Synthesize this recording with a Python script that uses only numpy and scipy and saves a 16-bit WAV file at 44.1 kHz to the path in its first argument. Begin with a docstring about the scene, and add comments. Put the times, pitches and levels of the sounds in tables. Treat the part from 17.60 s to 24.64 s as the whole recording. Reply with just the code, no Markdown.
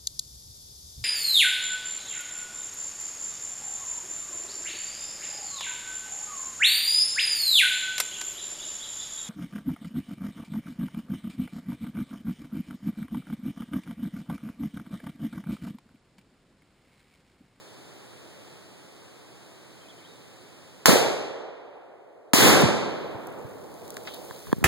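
"""Quiet wood, small camera with two microphone ports; wood noise is filtered noise, a far bird warbles in gliding sines.
The first rifle shot misses: a crack jumps in pressure and a muzzle report follows 24 ms later.
The second cracks and sets off a charge in a tree fork; noise scatters back from trunks, and brief sine booms give
the first swings of report and charge, then strong echoes. Noise bursts snap and patter through the leaves as debris.
At the end the camera is swung and knocked: sagging, flattened thuds, a ringing case and low rumble."""
import sys
import numpy as np
from scipy import signal
from scipy.io import wavfile
from scipy.ndimage import uniform_filter1d

SR = 44100
rng = np.random.default_rng(int(sys.argv[2]) if len(sys.argv) > 2 else 0)


def put_to_file(sound):
    """Save the sound as 16-bit audio at rate SR, in the file named by the first command-line argument."""
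    columns = np.atleast_2d(sound).T  # one column per channel
    safe = np.clip(columns, -1, 1)
    whole_steps = np.round(safe * 32767)
    wavfile.write(sys.argv[1], SR, whole_steps.astype(np.int16))


N = 310464  # samples
# All levels are as they reach the ports, ahead of the camera's gain; spectra set shape only.

# Scattering among near and far trunks; each bang scales the times and lifts the far bass:
# pitch_hz, near_t60_s, far_t60_s, far_share_db
FOREST = [(50.3, .4, 5.8, -46.5), (90, 0.683, 16, -37), (138, 0.86, 6.2, -45.5), (234, 0.93, 5.6, -34),
          (443, 1, 3.88, -20), (1020, 0.83, 2.4, -12), (1852, 0.78, 2.59, -20), (4000, 0.79, 1.45, -16),
          (7900, 0.57, 0.9, -21.5), (11400, 0.38, 0.62, -12), (16100, 0.18, .45, -13.5)]
RIDGE_S, RIDGE_SPREAD_S, RIDGE_DB = 1.75, 0.28, -31.5  # late wash from a far slope
RIDGE_HZ, RIDGE_OCTAVES = 556, 0.88


def bang(spectrum, direct_db, direct_ms, rise_ms, first_db, echo_db, treble_ms, bass_ms,
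         hold_s, reach, rumble_db):
    """A pressure jump, then scatter from near and far trunks, each band dying at its own speed."""
    def scatter(hz, t):
        # the decay sets in softly after the hold
        late = 0.29 * hold_s * np.logaddexp(0, (t - hold_s) / (0.27 * hold_s))
        near = amp(-120 * late / (reach * read(FOREST, hz, axis=1)))  # powers, so dB are doubled
        far = amp(-120 * late / (reach * read(FOREST, hz, axis=2)))
        far_db = read(FOREST, hz, axis=3) + rumble_db / (1 + (hz / 220) ** 2)
        # trunks stand unevenly
        clumps = evened(uniform_filter1d(rng.standard_normal(len(t)), 3)) * (hz < 1200)
        # long waves gather from a wider ring
        bloom = 1 - np.exp(-(t + 0.0056) * 1000 / bass_ms * (1 + (hz / 1200) ** 2))
        ridge_time = ((t - RIDGE_S) / RIDGE_SPREAD_S) ** 2
        ridge_pitch = (np.log2(hz / RIDGE_HZ + 1e-9) / RIDGE_OCTAVES) ** 2
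        ridge = np.exp(-ridge_time - ridge_pitch)
        power = near + far * amp(2 * far_db) + ridge * amp(2 * RIDGE_DB)
        return bloom * np.sqrt(power) * amp(1.11 * clumps)

    tail = diffuse(spectrum, 4.6, scatter, sided=0.37)
    ms = np.arange(tail.shape[1]) * 1000 / SR
    rise_and_fall = np.exp(-ms / direct_ms) - np.exp(-ms / direct_ms - ms / rise_ms)
    jump = amp(direct_db) * (1 - ms / direct_ms) * rise_and_fall
    growth = 1 - np.exp(-ms / treble_ms) + amp(first_db) * np.exp(-ms / 1.2)
    # the right port faces the gun
    return jump * amp([[-6], [0.1]]) + amp(echo_db) * tail * growth


# What the wood returns of each kind of bang: pitch_hz, level_db (per Hz)
CRACK = [(40, -9), (150, -6.5), (400, 1.5), (1500, -5.5), (4000, -6), (7000, -7.5), (12000, -10.5),
         (16000, -15.5)]
MUZZLE = [(40, -18), (80, -15), (130, 4), (220, -17), (400, -2.5), (650, -7.5), (1000, -17), (2000, -18.5),
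          (5000, -25), (16000, -30)]
BLAST = [(40, -24), (65, -10), (100, -6), (140, 7), (200, -1), (400, -2), (650, -8.5), (1000, -13),
         (2000, -15.5), (5000, -22), (10000, -26), (16000, -28.5)]
# When each bang reaches the camera, in the order crack, crack, muzzle report, charge: start_s
ARRIVALS = [3.2576, 4.7341, 3.2815, 4.7368]
# The four bangs in the same order: direct_db, direct_ms, rise_ms, first_db (ground and bark echoes,
# relative to echo_db), echo_db, treble_ms and bass_ms (build-up), hold_s (the roar holds),
# reach (factor on decay times), rumble_db (extra far bass)
BANGS = [(19.5, 0.15, 0.041, 11, 10, 0.23, 2.5, 0.0011, 0.91, 0.3),
         (27.5, 0.14, 0.032, -4, 8, 0.36, 2, .001, 1.32, 2),
         (13, 2.5, 0.62, -17, 8.5, 3.7, 8.9, 0.042, 1.35, 9.5),
         (25, 0.89, 0.23, -7, 17, 53, 125, 0.15, 1.304, 20)]
# Brief low booms: the first swings of muzzle report and charge, then strong echoes off trunks and slopes:
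# start_s, level_db, pitch_hz, left_right_db
BOOMS = [(3.283, 4.5, 500, -24), (3.288, 10.5, 200, -13), (3.294, 8, 1090, -8.5), (3.31, 10.5, 418, -7),
         (3.33, 9.5, 287, -8), (3.357, 12.5, 467, 0), (4.7369, 7, 268, -14), (4.785, 7.5, 336, -8),
         (4.858, 3, 403, -6), (5.034, 16, 170, -4), (5.046, 13, 113, -1.5), (5.546, -6, 111, -2.5),
         (5.845, -7, 119.6, 3.5)]


def shots():
    """Cracks, muzzle report and charge spread as pressure waves; first swings and echoes boom briefly."""
    out = np.zeros((2, N))
    t = np.arange(4000) / SR
    for start_s, spectrum, how in zip(ARRIVALS, (CRACK, CRACK, MUZZLE, BLAST), BANGS):
        add(out, start_s, bang(spectrum, *how))
    for start_s, level_db, hz, pan_db in BOOMS:
        age = 1.67 * hz * t
        swell = np.e * age * np.exp(-age)  # swells and dies within about two cycles
        add(out, start_s, amp(level_db) * np.sin(2 * np.pi * hz * t) * swell, pan_db)
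    return out


# Grit and bark falling through leaves: pitch_hz, level_db (per Hz)
RUSTLE = [(300, -14), (1000, -2), (2800, -1), (4100, 0), (6200, -4), (9000, -3), (12000, -5.5), (16000, -6)]
# Grit coming down: start_s, level_db
PATTER = [(5.1, -57), (5.3, -39.5), (6.051, -35), (6.55, -28), (6.9, -28), (7.04, -32.5)]
# Single pieces snapping on leaves: start_s, level_db, middle_hz, width_octaves, left_right_db
TICKS = [(5.009, -6, 11600, .8, 5), (5.018, -6, 11900, 0.54, -10), (5.671, -19.5, 8800, 1.3, 7),
         (6.141, -27, 4900, 2.5, 7), (6.279, -20, 5940, 3.8, 1), (6.3045, -11, 7000, 1.7, -4),
         (6.343, -25, 5760, 1.9, 11), (6.368, -19.5, 6000, 2.6, -23), (6.3695, -13.5, 1500, 1.3, -12),
         (6.377, -29, 4700, 2.4, -17), (6.453, -30, 3000, 1.4, -19), (6.461, -31, 3000, 0.73, 16),
         (6.544, -17, 12100, 0.38, -8), (6.762, -32, 4400, .7, -23), (6.987, -23, 13000, .5, 3)]
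# Pieces brushing through a leaf: start_s, level_db, low_hz, high_hz, t60_s
SWISHES = [(6.4725, -17.5, 1200, 2630, 0.071), (6.4727, -23, 2880, 4730, 0.089),
           (6.48, -27, 2700, 4150, 0.36), (6.537, -26.5, 2870, 4730, .14)]
TICK_T60_S = 0.0064
SMALL_PER_S = 25  # lesser pieces
SMALL_OVER_DB, SMALL_SPREAD_DB = -6, 9  # least level over the patter, spread above that


def debris():
    """Many tiny hits merge into a patter; larger pieces snap or shake a leaf as noise bursts."""
    start_s, level_db = np.transpose(PATTER)
    out = np.zeros((2, N))

    def grains(hz, t):
        """Chance clusters of grit lift all pitches together."""
        return amp(1.6 * np.minimum(rng.exponential(1, len(t)), 4) + 0 * hz)

    patter = diffuse(RUSTLE, start_s[-1] - start_s[0], grains, size=128)
    add(out, start_s[0], patter * amp(levels(PATTER, patter.shape[1])))

    wait, size, tone, side = rng.random((60, 4)).T
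    when = start_s[1] + np.cumsum(-np.log(1 - wait)) / SMALL_PER_S
    small_db = np.interp(when, start_s, level_db) + SMALL_OVER_DB + SMALL_SPREAD_DB * size
    small = zip(when, small_db, 3500 * 2.8 ** tone, np.ones(len(when)), 30 * (side - .5))
    for at, tick_db, hz, octaves, pan_db in [*TICKS, *small]:
        half_width = 2 ** (octaves / 2)
        add(out, at, amp(tick_db) * snap(hz / half_width, hz * half_width, TICK_T60_S), pan_db)
    for at, swish_db, low_hz, high_hz, t60_s in SWISHES:
        add(out, at, amp(swish_db) * snap(low_hz, high_hz, t60_s))
    return out


# Knocks on the right side of the camera; the thud starts at 1.54 times pitch_hz and sags to about half:
# start_s, thud_db, pitch_hz, slap_db
KNOCKS = [(6.698, -14, 296, -17), (6.709, -8, 200, -3.5), (6.869, -8, 152, -12), (6.883, -8, 157, -35),
          (6.894, -16, 150, -16), (6.917, -14, 250, -7), (6.928, 23, 310, 12), (6.964, -3, 150, -39),
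          (6.982, 4.5, 204.3, -35), (7.008, -2.2, 149, -19), (7.016, 2, 150, -35), (7.028, 8.5, 288, -25)]
# What the case rings with: pitch_hz, level_db, t60_s
SLAP = [(1028, -2.5, 0.008), (1660, -7, 0.0094), (3350, -16.5, .009), (4380, -22.5, 0.0081)]
# Fingers shifting on the case: start_s, level_db
SWING = [(6.84, -32), (6.88, -13), (6.96, -19), (7.04, -7)]
# Rumble through the case: pitch_hz, level_db (per Hz)
CASE = [(30, -15), (70, 0), (130, -6), (250, -12), (400, -10), (700, -28), (1500, -34), (16000, -68)]
THUD_CYCLES = 6.5  # periods of pitch_hz in which a thud falls 60 dB
SLAP_RISE_S, SLAP_PAN_DB, GRIT_DB = .0016, -7, -23.5


def handling():
    """Knocks shake the right port for a few sagging cycles and slap the case; the grip rumbles."""
    out = np.zeros((2, N))
    t = np.arange(4000) / SR
    for start_s, thud_db, hz, slap_db in KNOCKS:
        turns = hz * t * (0.52 + 1.02 * np.exp(-t / 0.0057))
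        drive = 1 + 3.2 * np.exp(-t / 0.0012)  # the first swings hit the stops of the membrane
        swings = np.tanh(drive * np.sin(2 * np.pi * turns))
        thud = swings * np.minimum(t / 0.0029, 1) * amp(thud_db - 60 * t * hz / THUD_CYCLES)
        add(out, start_s, thud * [[.06], [1]])

        ring = np.zeros(len(t))
        for mode_hz, mode_db, t60_s in SLAP:
            ring += amp(mode_db - 60 * t / t60_s) * np.sin(2 * np.pi * mode_hz * t)
        grit = amp(GRIT_DB) * snap(3000, 18000, 0.0053)[:, :len(t)]
        slap = amp(slap_db) * (ring * np.minimum(t / SLAP_RISE_S, 1) + grit)
        add(out, start_s, slap, SLAP_PAN_DB)

    rumble = diffuse(CASE, SWING[-1][0] - SWING[0][0])[:1]
    add(out, SWING[0][0], rumble * amp(levels(SWING, rumble.shape[1])) * [[.15], [1]])
    return out


# Notes of a far warble: start_s, length_s, from_hz, to_hz, level_db
BIRD = [(2.208, .04, 3200, 3150, -59), (2.25, .03, 2600, 2450, -59), (2.282, .022, 3000, 3450, -54),
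        (2.302, .02, 3400, 3050, -53), (2.322, .02, 2400, 2300, -57), (2.382, .018, 3250, 2950, -57),
        (2.402, .02, 2400, 2150, -59), (2.422, .02, 2100, 2500, -60), (2.443, .024, 2950, 3300, -53),
        (2.46, .105, 3350, 3750, -61)]
GLIDE_S = .016  # pitch heads for its goal, then holds
NOTE_FADE_DB, FLUTTER_SHARE = -6, .7


def bird():
    """A far warble: short gliding whistles, their level blurred by echoes."""
    out = np.zeros((2, N))
    for start_s, length_s, from_hz, to_hz, level_db in BIRD:
        t = np.arange(0, length_s, 1 / SR)
        hz = from_hz + (to_hz - from_hz) * np.minimum(t / GLIDE_S, 1)
        flutter = uniform_filter1d(rng.standard_normal((2, 8000)), 130, axis=1)[:, :len(t)]
        edges = np.clip(np.minimum(t, length_s - t) / 0.0017, 0, 1)
        whistle = np.sin(2 * np.pi * np.cumsum(hz) / SR) * amp(level_db + NOTE_FADE_DB * t / length_s)
        add(out, start_s, edges * whistle * (1 + FLUTTER_SHARE * evened(flutter)))
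    return out


# Still air, far traffic and leaves: pitch_hz, level_db (per Hz)
WOOD = [(40, -34), (70, -8), (120, 0.5), (200, -7.5), (350, -5.5), (600, -11.5), (1000, -17.5), (2800, -22),
        (4100, -22.5), (6200, -28.5), (9000, -28), (12000, -38), (15000, -37.5)]
# A little more air at first: start_s, level_db (added to WOOD_DB)
BREEZE = [(0, 1.3), (.9, 1.5), (1.1, 0), (7.04, 0)]
WOOD_DB = -43.5


def wood():
    """Still air, far traffic and leaves arrive from all sides as steady coloured noise."""
    return diffuse(WOOD, N / SR + 1, size=1024)[:, :N] * amp(WOOD_DB + levels(BREEZE, N))


# Likeness of the sound at the two ports: pitch_hz, likeness (-1 to 1)
SAME = [(40, .93), (200, .86), (400, .75), (700, .4), (1100, .05), (1700, -.2), (2800, 0), (16000, 0)]


def diffuse(spectrum, seconds, shape=lambda hz, t: 1, sided=0, size=512):
    """Noise from all sides at both ports, of power 1 where shape(hz, t) is 1; sided = unlike at first."""
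    hop = size // 4
    hz = np.fft.rfftfreq(size, 1 / SR)[:, None]
    frames = int(seconds * SR) // hop + 5
    t = np.arange(frames) * hop / SR
    a, b, c, d = rng.standard_normal((frames, len(hz), 4)).T
    shared, other = a + 1j * b, c + 1j * d
    same = np.clip(read(SAME, hz) * (1 - sided * np.exp(-t / 0.1)), -1, 1)
    lag = np.exp(-2j * np.pi * hz * .00009)  # more sound reaches the right port first
    bins = np.array([shared * lag, same * shared + np.sqrt(1 - same ** 2) * other])
    bins *= evened(amp(read(spectrum, hz))) * shape(hz, t)
    noise = signal.istft(bins, nperseg=size, noverlap=3 * size // 4)[1]
    return noise[:, :int(seconds * SR)] * np.sqrt(2 / 3 / size)


def snap(low_hz, high_hz, t60_s):
    """A burst of noise in a band, starting at about power 1 and dying by 60 dB in t60_s."""
    fade = amp(-60 * np.arange(6000) / SR / t60_s)
    band = signal.butter(2, np.clip([low_hz, high_hz], 100, 17000), "band", fs=SR)
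    burst = signal.lfilter(*band, rng.standard_normal((2, len(fade)))) * fade
    return evened(burst) * np.sqrt(np.mean(fade ** 2))


def amp(db):
    """Amplitude factor for a level in dB."""
    return 10 ** (np.asarray(db) / 20)


def evened(x):
    """Scaled to a mean power of 1."""
    return x / np.sqrt(np.mean(x ** 2) + 1e-20)


def read(points, hz, axis=1):
    """A table column read along a logarithmic pitch axis."""
    table = np.transpose(points)
    return np.interp(np.log(hz + 1), np.log(table[0] + 1), table[axis])


def levels(points, count):
    """Level in dB for each sample from the first start_s of a table on."""
    start_s, level_db = np.transpose(points)
    return np.interp(start_s[0] + np.arange(count) / SR, start_s, level_db)


def add(mix, start_s, sound, pan_db=0):
    """Lays a sound into the mix; positive pan_db makes the left louder."""
    part = mix[:, round(start_s * SR):][:, :np.shape(sound)[-1]]
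    part += (sound * amp([[pan_db / 2], [-pan_db / 2]]))[:, :part.shape[1]]


def scene():
    """All that reaches the ports, from the shots to the quiet behind them."""
    return shots() + debris() + handling() + bird() + wood()


def held(db, fall):
    """Follows rises at once and falls by so many dB a second."""
    slope = np.arange(N) * fall / SR
    return np.maximum.accumulate(db + slope) - slope


CROSS = 16  # samples by which each port is fed, inverted, to the other side
EDGE_HZ = 16000  # upper band limit


def record(dry):
    """Bass cut, widening, a gain that drops at a bang and recovers slowly, clipping, hiss, band limit."""
    ports = signal.sosfilt(signal.butter(2, 70, "high", fs=SR, output="sos"), dry)
    wide = ports - .99 * np.pad(ports[::-1], ((0, 0), (CROSS, 0)))[:, :N]
    power = uniform_filter1d((wide ** 2).mean(0), 45, origin=22)  # over the last millisecond
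    power_db = 10 * np.log10(abs(power) + 1e-12)
    down_db = np.maximum(held(np.clip(power_db + 22, 0, 20.5), .8), 0)
    hiss = amp(-86) * rng.standard_normal((2, N))  # the amplifier after the gain stage
    ducked = np.clip(wide / amp(down_db), -1, 1) + hiss
    low_pass = signal.firwin(511, EDGE_HZ, window=("kaiser", 9), fs=SR)
    return signal.oaconvolve(ducked, low_pass[None], "same")


dry = scene()
out = record(dry)
put_to_file(out)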